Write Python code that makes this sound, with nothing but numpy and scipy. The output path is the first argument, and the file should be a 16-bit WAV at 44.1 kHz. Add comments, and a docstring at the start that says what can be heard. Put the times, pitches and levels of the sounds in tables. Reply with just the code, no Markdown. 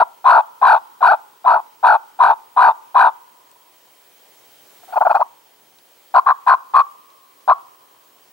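"""Quiet woodland, a turkey close by and left of a camera's stereo microphone. Over air, hiss and scan whine
it opens with nine yelps, each a raspy reed tone that slides up as the membrane tightens and slips back,
many times over. Far trees answer faintly. From 3.5 s a few twigs tick; near 5 s comes a short purr, and
from 6 s five clucks. The camera's gain control ducks hiss and whine under each call and recovers slowly."""
import sys
import numpy as np
from scipy import signal
from scipy.fft import rfft, irfft, next_fast_len
from scipy.io import wavfile
from scipy.ndimage import uniform_filter1d, minimum_filter1d

SR = 44100
rng = np.random.default_rng(int(sys.argv[2]) if len(sys.argv) > 2 else 0)


def store_wav(level_fs):
    """Save 16-bit WAV to argv[1]."""
    pcm = np.round(np.clip(np.atleast_2d(level_fs), -1, 1) * 32767)
    wavfile.write(sys.argv[1], SR, pcm.T.astype(np.int16))


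N = 366912


def amp(db):
    return 10 ** (np.asarray(db) / 20)


def unit_rms(x):
    return x / np.sqrt(np.mean(x ** 2) + 1e-20)


def curve(points, hz):
    """Read (Hz, value) points on a log frequency axis."""
    freqs, values = np.transpose(points)
    return np.interp(np.log(hz + 1), np.log(freqs + 1), values)


def filtered(x, response):
    """Pass x through a complex response of frequency."""
    size = next_fast_len(N + SR // 2)
    return irfft(rfft(x, size) * response(np.fft.rfftfreq(size, 1 / SR)), size)[..., :N]


def minimum_phase(points, hz):
    """Response through (Hz, dB) points whose resonances ring after their cause."""
    cepstrum = irfft(np.log(amp(curve(points, hz))))
    cepstrum[1:len(hz)] *= 2
    cepstrum[len(hz):] = 0
    return np.exp(rfft(cepstrum))


def resonances(rows, hz):
    """Response of (centre Hz, width Hz, dB) resonators, summed with alternating sign."""
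    return sum((-1) ** k * amp(db) * 1j * hz * width / (centre ** 2 - hz ** 2 + 1j * hz * width)
               for k, (centre, width, db) in enumerate(rows))


def patchy_noise(depth_db):
    """Two noises sharing patches of random gain in time and frequency."""
    spectra = signal.stft(rng.standard_normal((2, N)), nperseg=512)[2]
    patches = uniform_filter1d(uniform_filter1d(rng.standard_normal(spectra.shape[1:]), 6, 0), 14, 1)
    return signal.istft(spectra * amp(depth_db * unit_rms(patches)), nperseg=512)[1][:, :N]


# Woodland air and camera hiss. Each row: frequency in Hz, relative density in dB.
AIR_SPECTRUM = [(15, -53), (25, -23), (131, -10.5), (172, -12.5), (318, -2.5), (354, -1), (475, -1.5),
                (729, -2), (879, -3), (1240, -7.5), (1670, -8), (2240, -8), (3090, -8), (5880, -11.5),
                (15000, -13.5)]
# The air across the microphone. Each row: frequency in Hz, left-right correlation.
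AIR_CORRELATION = [(60, 0.7), (130, 0.77), (290, 0.5), (640, 0.62), (1410, 0.76), (3100, 0.22), (6820, 0.5),
                   (15000, 0.93)]


def air(level_db=-49, insect_hz=3120):
    """A steady rush all round the microphone, with a faint band of far insects."""
    def mid_side(hz):
        insects_db = 5.2 * np.exp(-((hz - insect_hz) / 90) ** 2)
        colour = amp(curve(AIR_SPECTRUM + [(15750, -8.5), (15830, -68)], hz) + insects_db)
        angle = np.arccos(np.clip(curve(AIR_CORRELATION, hz), -1, 1)) / 2
        return colour * [np.cos(angle), np.sin(angle)]
    mid, side = filtered(patchy_noise(depth_db=1.06), mid_side)
    return amp(level_db) * unit_rms(np.array([mid + side, mid - side]))


def scan_whine(line_hz=15734.27, beat_hz=13.0, field_hz=59.94):
    """The camera's own scan tone beats with a near neighbour and has sidebands at the field rate."""
    t = np.arange(N) / SR
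    line = np.sin(2 * np.pi * line_hz * t)
    neighbour = amp(-5.5) * np.sin(2 * np.pi * (line_hz * t + beat_hz * (t - .037)))
    sidebands = sum(amp(-15.5 - 1.1 * k) * np.sin(2 * np.pi * (line_hz - k * field_hz) * t)
                    for k in range(1, 9))
    lower_tone = amp(-75.5) * np.sin(2 * np.pi * 7433 * t)
    return amp(-51) * (line - neighbour + sidebands) + lower_tone


# Twigs around the microphone. Each row: start in seconds, level in dB, pitch in Hz.
TWIG_TICKS = [(3.5148, -34, 8710), (4.8544, -45, 7100), (5.1517, -26.5, 4240), (5.7873, -35, 3930),
              (7.103, -38.5, 4020), (7.1721, -50, 3084)]


def twigs(t60_s=0.0074):
    """Dry ticks, each a quickly dying tone in broad noise."""
    out, t = np.zeros((2, N + SR)), np.arange(400) / SR
    for start, db, hz in TWIG_TICKS:
        click = np.sin(2 * np.pi * hz * t) + .7 * rng.standard_normal((2, len(t)))
        out[:, round(start * SR):][:, :len(t)] += click * amp(db - 60 * t / t60_s)
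    return out[:, :N]


# Far trunks, then nearer trunks and brush. Each row: frequency in Hz, seconds to die away by 60 dB.
FAR_TREE_DECAY = [(300, .6), (700, 0.38), (1020, 3.1), (1400, 1.5), (2000, .7), (5000, 0.31)]
NEAR_BRUSH_DECAY = [(300, 0.16), (1000, 0.45), (5000, 0.04)]


def woodland_echo(voice, decays, delay_s):
    """Trunks scatter the voice back to the microphone; each frequency dies at its own speed."""
    hz, t, spectra = signal.stft(rng.standard_normal((2, 2 * SR)), SR, nperseg=256)
    tail = signal.istft(spectra * amp(-60 * t / curve(decays, hz)[:, None]), SR, nperseg=256)[1]
    delayed = np.pad(voice, (round(delay_s * SR), 0))
    return signal.fftconvolve(delayed[None], tail / np.linalg.norm(tail[0]), axes=1)[:, :N]


# The bird's bearing at the microphone. Each row: frequency in Hz, left over right in dB.
LEFT_LOUDER = [(100, 10), (700, 2), (1300, 3.5), (2400, 6), (4400, 0.5), (8000, 8), (15000, -6)]
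# Each row: frequency in Hz, phase lead of the left port in radians.
LEFT_LEAD = [(100, 0.086), (500, 1), (1100, 0.86), (2500, 0.9), (4500, 1), (7000, .4), (9000, -1.3),
             (12000, -0.011)]


def direct_path(voice, gain_db=4.18):
    """Straight from the bird, the voice reaches the left port earlier and louder."""
    def port(hz, side):
        gain = amp(side * curve(LEFT_LOUDER, hz) / 2 + gain_db)
        return gain * np.exp(.5j * side * curve(LEFT_LEAD, hz))
    return filtered(voice, lambda hz: np.array([port(hz, 1), port(hz, -1)]))


FULL_CALL_S = 0.13  # shorter calls arch less in octave and rasp, and swell less


def effort_db(t, length, release, first_slip):
    """A call builds until its first slip, holds, then falls away."""
    onset = np.clip(1 - t / first_slip, 0, 1)
    ending = np.clip(1 - (length - t) / release, 0, 2)
    return -12.5 * onset ** 2 - 14.5 * ending ** 1.2


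# Fixed beak resonances. Each row: centre in Hz, width in Hz, gain in dB.
BEAK_MODES = [(2439, 110, 2.5), (3400, 2300, -20), (5020, 280, -20.5), (8300, 1700, -30), (9335, 250, -12),
              (12600, 1200, -28.5)]
# The moving resonance, from beak shut to wide, in the same columns.
GAPE_MODES = [(3657, 480, -0.5), (3936, 480, -2.5), (4272, 460, -1), (4500, 310, -7.5)]


def beak(snaps, calls, arch_hz=600, tilt_hz=250):
    """Snaps ring the beak; one resonance climbs as it opens mid-call and comes part way back."""
    t, level_db, gape_hz = np.arange(N) / SR, np.full(N, -120.), np.zeros(N)
    for start, length, release, _, first_slip, *_, rasp_db, beak_hz in calls:
        on = (t >= start) & (t < start + length + .01)
        age = t[on] - start
        progress = age / length
        arch_db = min(length / FULL_CALL_S, 1) * np.interp(progress, [0, .38, 1], [-12.5, 0, -14])
        level_db[on] = rasp_db + arch_db + .8 * effort_db(age, length, release, first_slip)
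        opening = np.sin(np.pi * np.minimum(progress, 1))
        centre_hz = beak_hz + tilt_hz * (progress - .5) + arch_hz * (opening - .6)
        gape_hz[on] = np.clip(centre_hz, GAPE_MODES[0][0], GAPE_MODES[-1][0])
    rasp = filtered(amp(level_db + 22.5) * snaps, lambda hz: 1 / (1 + (2000 / (hz + 1)) ** 8))
    out = filtered(rasp, lambda hz: resonances(BEAK_MODES, hz))
    for centre, width, db in GAPE_MODES:
        share = np.clip(1 - np.abs(gape_hz - centre) / 420, 0, 1)
        out += amp(db) * filtered(share * rasp, lambda hz: resonances([(centre, width, 0)], hz) ** 2)
    return out


def slip_times(length, first_slip, slide_s, slowing_s, slowest, jitter, slow_span_s=.03):
    """A call's start, the times its membrane slips back, and its end; slips thin out around `slowest`."""
    t = np.arange(round(length * SR)) / SR
    period = slide_s + slowing_s * np.exp(-((t - slowest * length) / slow_span_s) ** 2)
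    count = np.cumsum(1 / period) / SR
    count -= np.interp(first_slip, t, count)
    times = np.interp(np.arange(np.ceil(count[-1])), count, t)
    return np.r_[0, np.clip(times + .0004 * jitter[:len(times)], 0, length), length]


def slide_pitch(t, span, low_hz, high_hz, opens_call, lock_s=.0065, jump_s=.001482, slackest=.75):
    """The tightening membrane climbs, jumps and locks on the top pitch. Returns Hz and lock, 0 to 1."""
    climb_s = max(span - lock_s, 0)
    climb = np.minimum(t / (climb_s + 1e-4), 1)
    locked = .5 + .5 * np.tanh((t - climb_s) / jump_s)
    slackening = 0
    if opens_call:  # a call starts taut and slackens before its first climb
        slackening = np.clip(1 - climb / slackest, 0, 1)
        climb = np.clip((climb - slackest) / (1 - slackest), 0, 1)
    rising_hz = low_hz * (1 + .2 * np.sin(np.pi / 2 * climb) + .3 * slackening)
    locked_hz = high_hz * (1 - .05 * (t - climb_s - lock_s / 2) / lock_s)  # overshoots, then sinks
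    return rising_hz + (locked_hz - rising_hz) * locked, locked


def membrane_snaps(phase, noise, noise_share=.5):
    """The membrane shuts sharply once a cycle: part pulse, part puff of noise."""
    pulse = unit_rms(np.exp(40 * (np.cos(phase) - 1)))
    puff = unit_rms(np.exp(2 * np.cos(phase))) * noise
    return (1 - noise_share) * pulse + noise_share * puff


# Lowest resonances of throat and beak. Each row: frequency in Hz, gain in dB.
THROAT_RESPONSE = [(100, -43.5), (300, -23), (440, -19.5), (520, -19), (620, -8.5), (780, -8.5), (900, -8),
                   (985, -4), (1090, -1.5), (1250, 2.5), (1500, -5), (1700, -16), (1950, -19),
                   (2200, -30.5), (16000, -71.5)]
# Yelps, purr pulses and clucks, close on the left. Each row: start, length and release in seconds,
# relative level in dB, time to the first slip, slide length and its slowing in seconds, slowest point
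# as a share of the call, slack and top pitch in Hz, relative octave and rasp in dB, beak resonance in Hz.
CALLS = [(-.022, 0.057, .014, 6.5, .02, .0155, 0.00069, .5, 656.9, 951.3, -10.5, -39.5, 3860),
         (0.242, .17, 0.019, 6, .0202, .0131, .0077, .56, 680, 976.3, -2.5, -33, 3950),
         (0.614, .168, 0.041, 6.5, .02, .0133, .012, .51, 700, 959, -1.5, -33.5, 3870),
         (1.006, .148, 0.016, 4, .0265, .0122, .028, .64, 690, 950, -1, -36.5, 3950),
         (1.443, .158, .06, 3, .0245, .0105, .009, .6, 650, 960, -7, -42, 3950),
         (1.828, .142, 0.012, 5, .0178, .0104, .0102, .52, 689.6, 920, -0.5, -36.5, 3910),
         (2.189, 0.15, 0.021, 4.5, .0205, .0109, .0117, .54, 698.7, 951, -3.5, -37, 3780),
         (2.563, .155, 0.028, 6.5, .0168, .0113, .0094, .49, 695.8, 977.9, -3.5, -34, 3900),
         (2.944, .153, .022, 5.5, .0204, .0123, .0103, .58, 715.3, 981.8, -1.5, -36, 3780),
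         (4.829, .016, 0.0094, -31.5, .014, .014, .001, .5, 647.5, 815, -14.5, -74.5, 4500),
         (4.877, .04, 0.06, -23, .013, .013, 0.0014, .5, 700.5, 777.3, -11.5, -66, 4500),
         (4.922, .03, .01, -14.5, .022, .014, .001, .5, 650.8, 945.4, -13, -56.5, 4500),
         (4.957, .03, 0.011, 0.5, 0.017, .0133, 0.0015, 0.3, 672.8, 977.8, -21, -53.5, 4550),
         (5.006, .031, 0.02, 2, 0.015, .012, 0.00073, 0.9, 666, 945.6, -19, -57.5, 4550),
         (5.049, .034, .01, -0.5, .0181, 0.013, .001, .5, 642.8, 911, -13.5, -54, 4550),
         (5.094, .035, 0.015, 2, .0186, .014, 0.00049, 0.1, 633.8, 925.2, -10, -46.5, 4550),
         (5.143, .04, 0.025, 3.5, .0145, 0.0099, .001, 0.7, 652.2, 918.6, -8.5, -47.5, 4400),
         (5.192, .037, 0.02, 5, .018, .012, .001, 0.9, 636.7, 972.5, -24, -50.5, 4100),
         (6.14, .058, .01, 7, .0201, .015, .001, .5, 676.2, 1030, -10, -36.5, 4230),
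         (6.26, .066, 0.021, 3, .0125, .012, 0.0023, .55, 724, 1127, -2.5, -44, 3780),
         (6.464, .088, 0.014, 5, .0136, .0136, .001, .5, 728, 1050, 0.5, -35.5, 4000),
         (6.736, .083, 0.017, 3, .0147, 0.012, 0.0011, .5, 747, 1134, -4.5, -36.5, 3942),
         (7.477, 0.056, 0.013, 6, .0174, 0.014, .001, 0.4, 671.4, 1067, -11, -41.5, 3800)]


def turkey(rise_s=.0018, fall_s=.0033, waver=.0094, flutter_db=2.58, breath_db=-14, slip_db=5.5):
    """Each slide sends a wavering tone and its octave through the throat, and snaps into the beak."""
    tone, snaps, preroll = np.zeros(N + SR), np.zeros(N + SR), SR // 10
    drift, flutter, breath, hiss = rng.standard_normal((4, N + SR))
    drift, flutter = [unit_rms(uniform_filter1d(noise, size=110)) for noise in (drift, flutter)]
    last_phase = 0
    for call in CALLS:
        start, length, release, db, first_slip, slide_s, slowing_s, slowest = call[:8]
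        slack_hz, top_hz, octave_db = call[8:11]
        time_jitter, low_jitter, high_jitter, level_jitter = rng.standard_normal((4, 40))
        fullness = min(length / FULL_CALL_S, 1)
        top_sag = .08 * (length - .1) / (FULL_CALL_S - .1)  # calls under 0.1 s rise instead
        slips = slip_times(length, first_slip, slide_s, slowing_s, slowest, time_jitter)
        for k, (slip, span) in enumerate(zip(slips, np.diff(slips))):
            t = np.arange(round((span + fall_s) * SR)) / SR
            onset = preroll + round((start + slip) * SR)
            at = slice(onset, onset + len(t))
            progress = slip / length
            slow_dip = .05 * np.clip(span / slide_s - 1, 0, .8) * (k > 0)  # slow slides peak lower
            low_hz = slack_hz * (1 - .13 * progress + .02 * low_jitter[k])
            high_hz = top_hz * (1 - slow_dip - top_sag * (progress - .5) + .02 * high_jitter[k])
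            hz, locked = slide_pitch(t, span, low_hz, high_hz, opens_call=k == 0)
            phase = last_phase + 2 * np.pi * np.cumsum(hz * (1 + waver * drift[at])) / SR
            last_phase = phase[round(span * SR) - 1]  # the membrane swings on through each slip

            edge = np.clip(np.minimum(t / rise_s, (span + fall_s - t) / (.73 * fall_s)), 0, 1)
            envelope = amp(flutter_db * flutter[at]) * np.sin(np.pi / 2 * edge)
            # purer and louder when locked; the octave is weaker at both ends of a call
            arch = np.sin(np.pi * np.minimum((slip + t) / length, 1))
            overtone_db = octave_db - 21.5 * locked ** 2 - 17.5 * fullness * (1 - arch)
            swell_db = 4.5 * fullness * (locked - 1)
            level_db = db + effort_db(slip + t, length, release, first_slip) + swell_db
            reed = np.sin(phase) + amp(overtone_db) * np.sin(2 * phase + 1) + amp(breath_db) * breath[at]
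            tone[at] += amp(level_db + 1.3 * level_jitter[k]) * envelope * reed
            flare = amp(slip_db * (k > 0) * np.exp(-t / .004))  # the rasp flares at each slip
            snaps[at] += flare * envelope * membrane_snaps(phase, hiss[at])
    throat = filtered(tone[preroll:][:N], lambda hz: minimum_phase(THROAT_RESPONSE, hz))
    return throat + beak(snaps[preroll:][:N], CALLS)


def scene():
    """The woodland and the bird as they reach the microphone."""
    voice = turkey()
    far_trees = amp(-41) * woodland_echo(voice, FAR_TREE_DECAY, delay_s=.034)
    near_brush = amp(-27.5) * woodland_echo(voice, NEAR_BRUSH_DECAY, delay_s=.0053)
    return air() + scan_whine() + twigs() + far_trees + near_brush + direct_path(voice)


def gain_control(x, loud_db=-15, deepest_db=7, attack_db_per_s=25, hold_s=.39, release_db_per_s=4):
    """Loud sound pulls the camera's gain down; it holds, then creeps back."""
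    block = 220
    peaks = np.abs(x).max(0)[:N // block * block].reshape(-1, block).max(1)
    loudness = 1 / (1 + (amp(loud_db) / (peaks + 1e-9)) ** 3)
    cut_db, quiet_s, cuts = deepest_db, 0, []
    for loud in loudness:
        quiet_s = quiet_s * (1 - loud) + block / SR
        recovery = release_db_per_s * np.clip(quiet_s / hold_s - .5, 0, 1)
        cut_db = np.clip(cut_db + (attack_db_per_s * loud - recovery) * block / SR, 0, deepest_db)
        cuts.append(cut_db)
    return x * amp(-np.interp(np.arange(N), (np.arange(len(cuts)) + .5) * block, cuts))


def limiter(x, hold_s=.007, smooth_s=.0023):
    """A quick gain on both channels keeps peaks near full scale."""
    needed = np.minimum(1, 1 / (np.abs(x).max(0) + 1e-9))
    held = minimum_filter1d(needed, round(hold_s * SR))
    return x * uniform_filter1d(held, round(smooth_s * SR))


def record(dry, low_hz=30, top_hz=16000):
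    """Inside the camera: slow and quick gain control, band limit, clipping at full scale."""
    x = limiter(gain_control(dry))
    x = x + .018 * x[::-1] ** 2  # a faint low thud leaks across with each peak
    return np.clip(filtered(x, lambda hz: (hz < top_hz) * hz ** 2 / (hz ** 2 + low_hz ** 2)), -1, 1)


dry = scene()
out = record(dry)
store_wav(out)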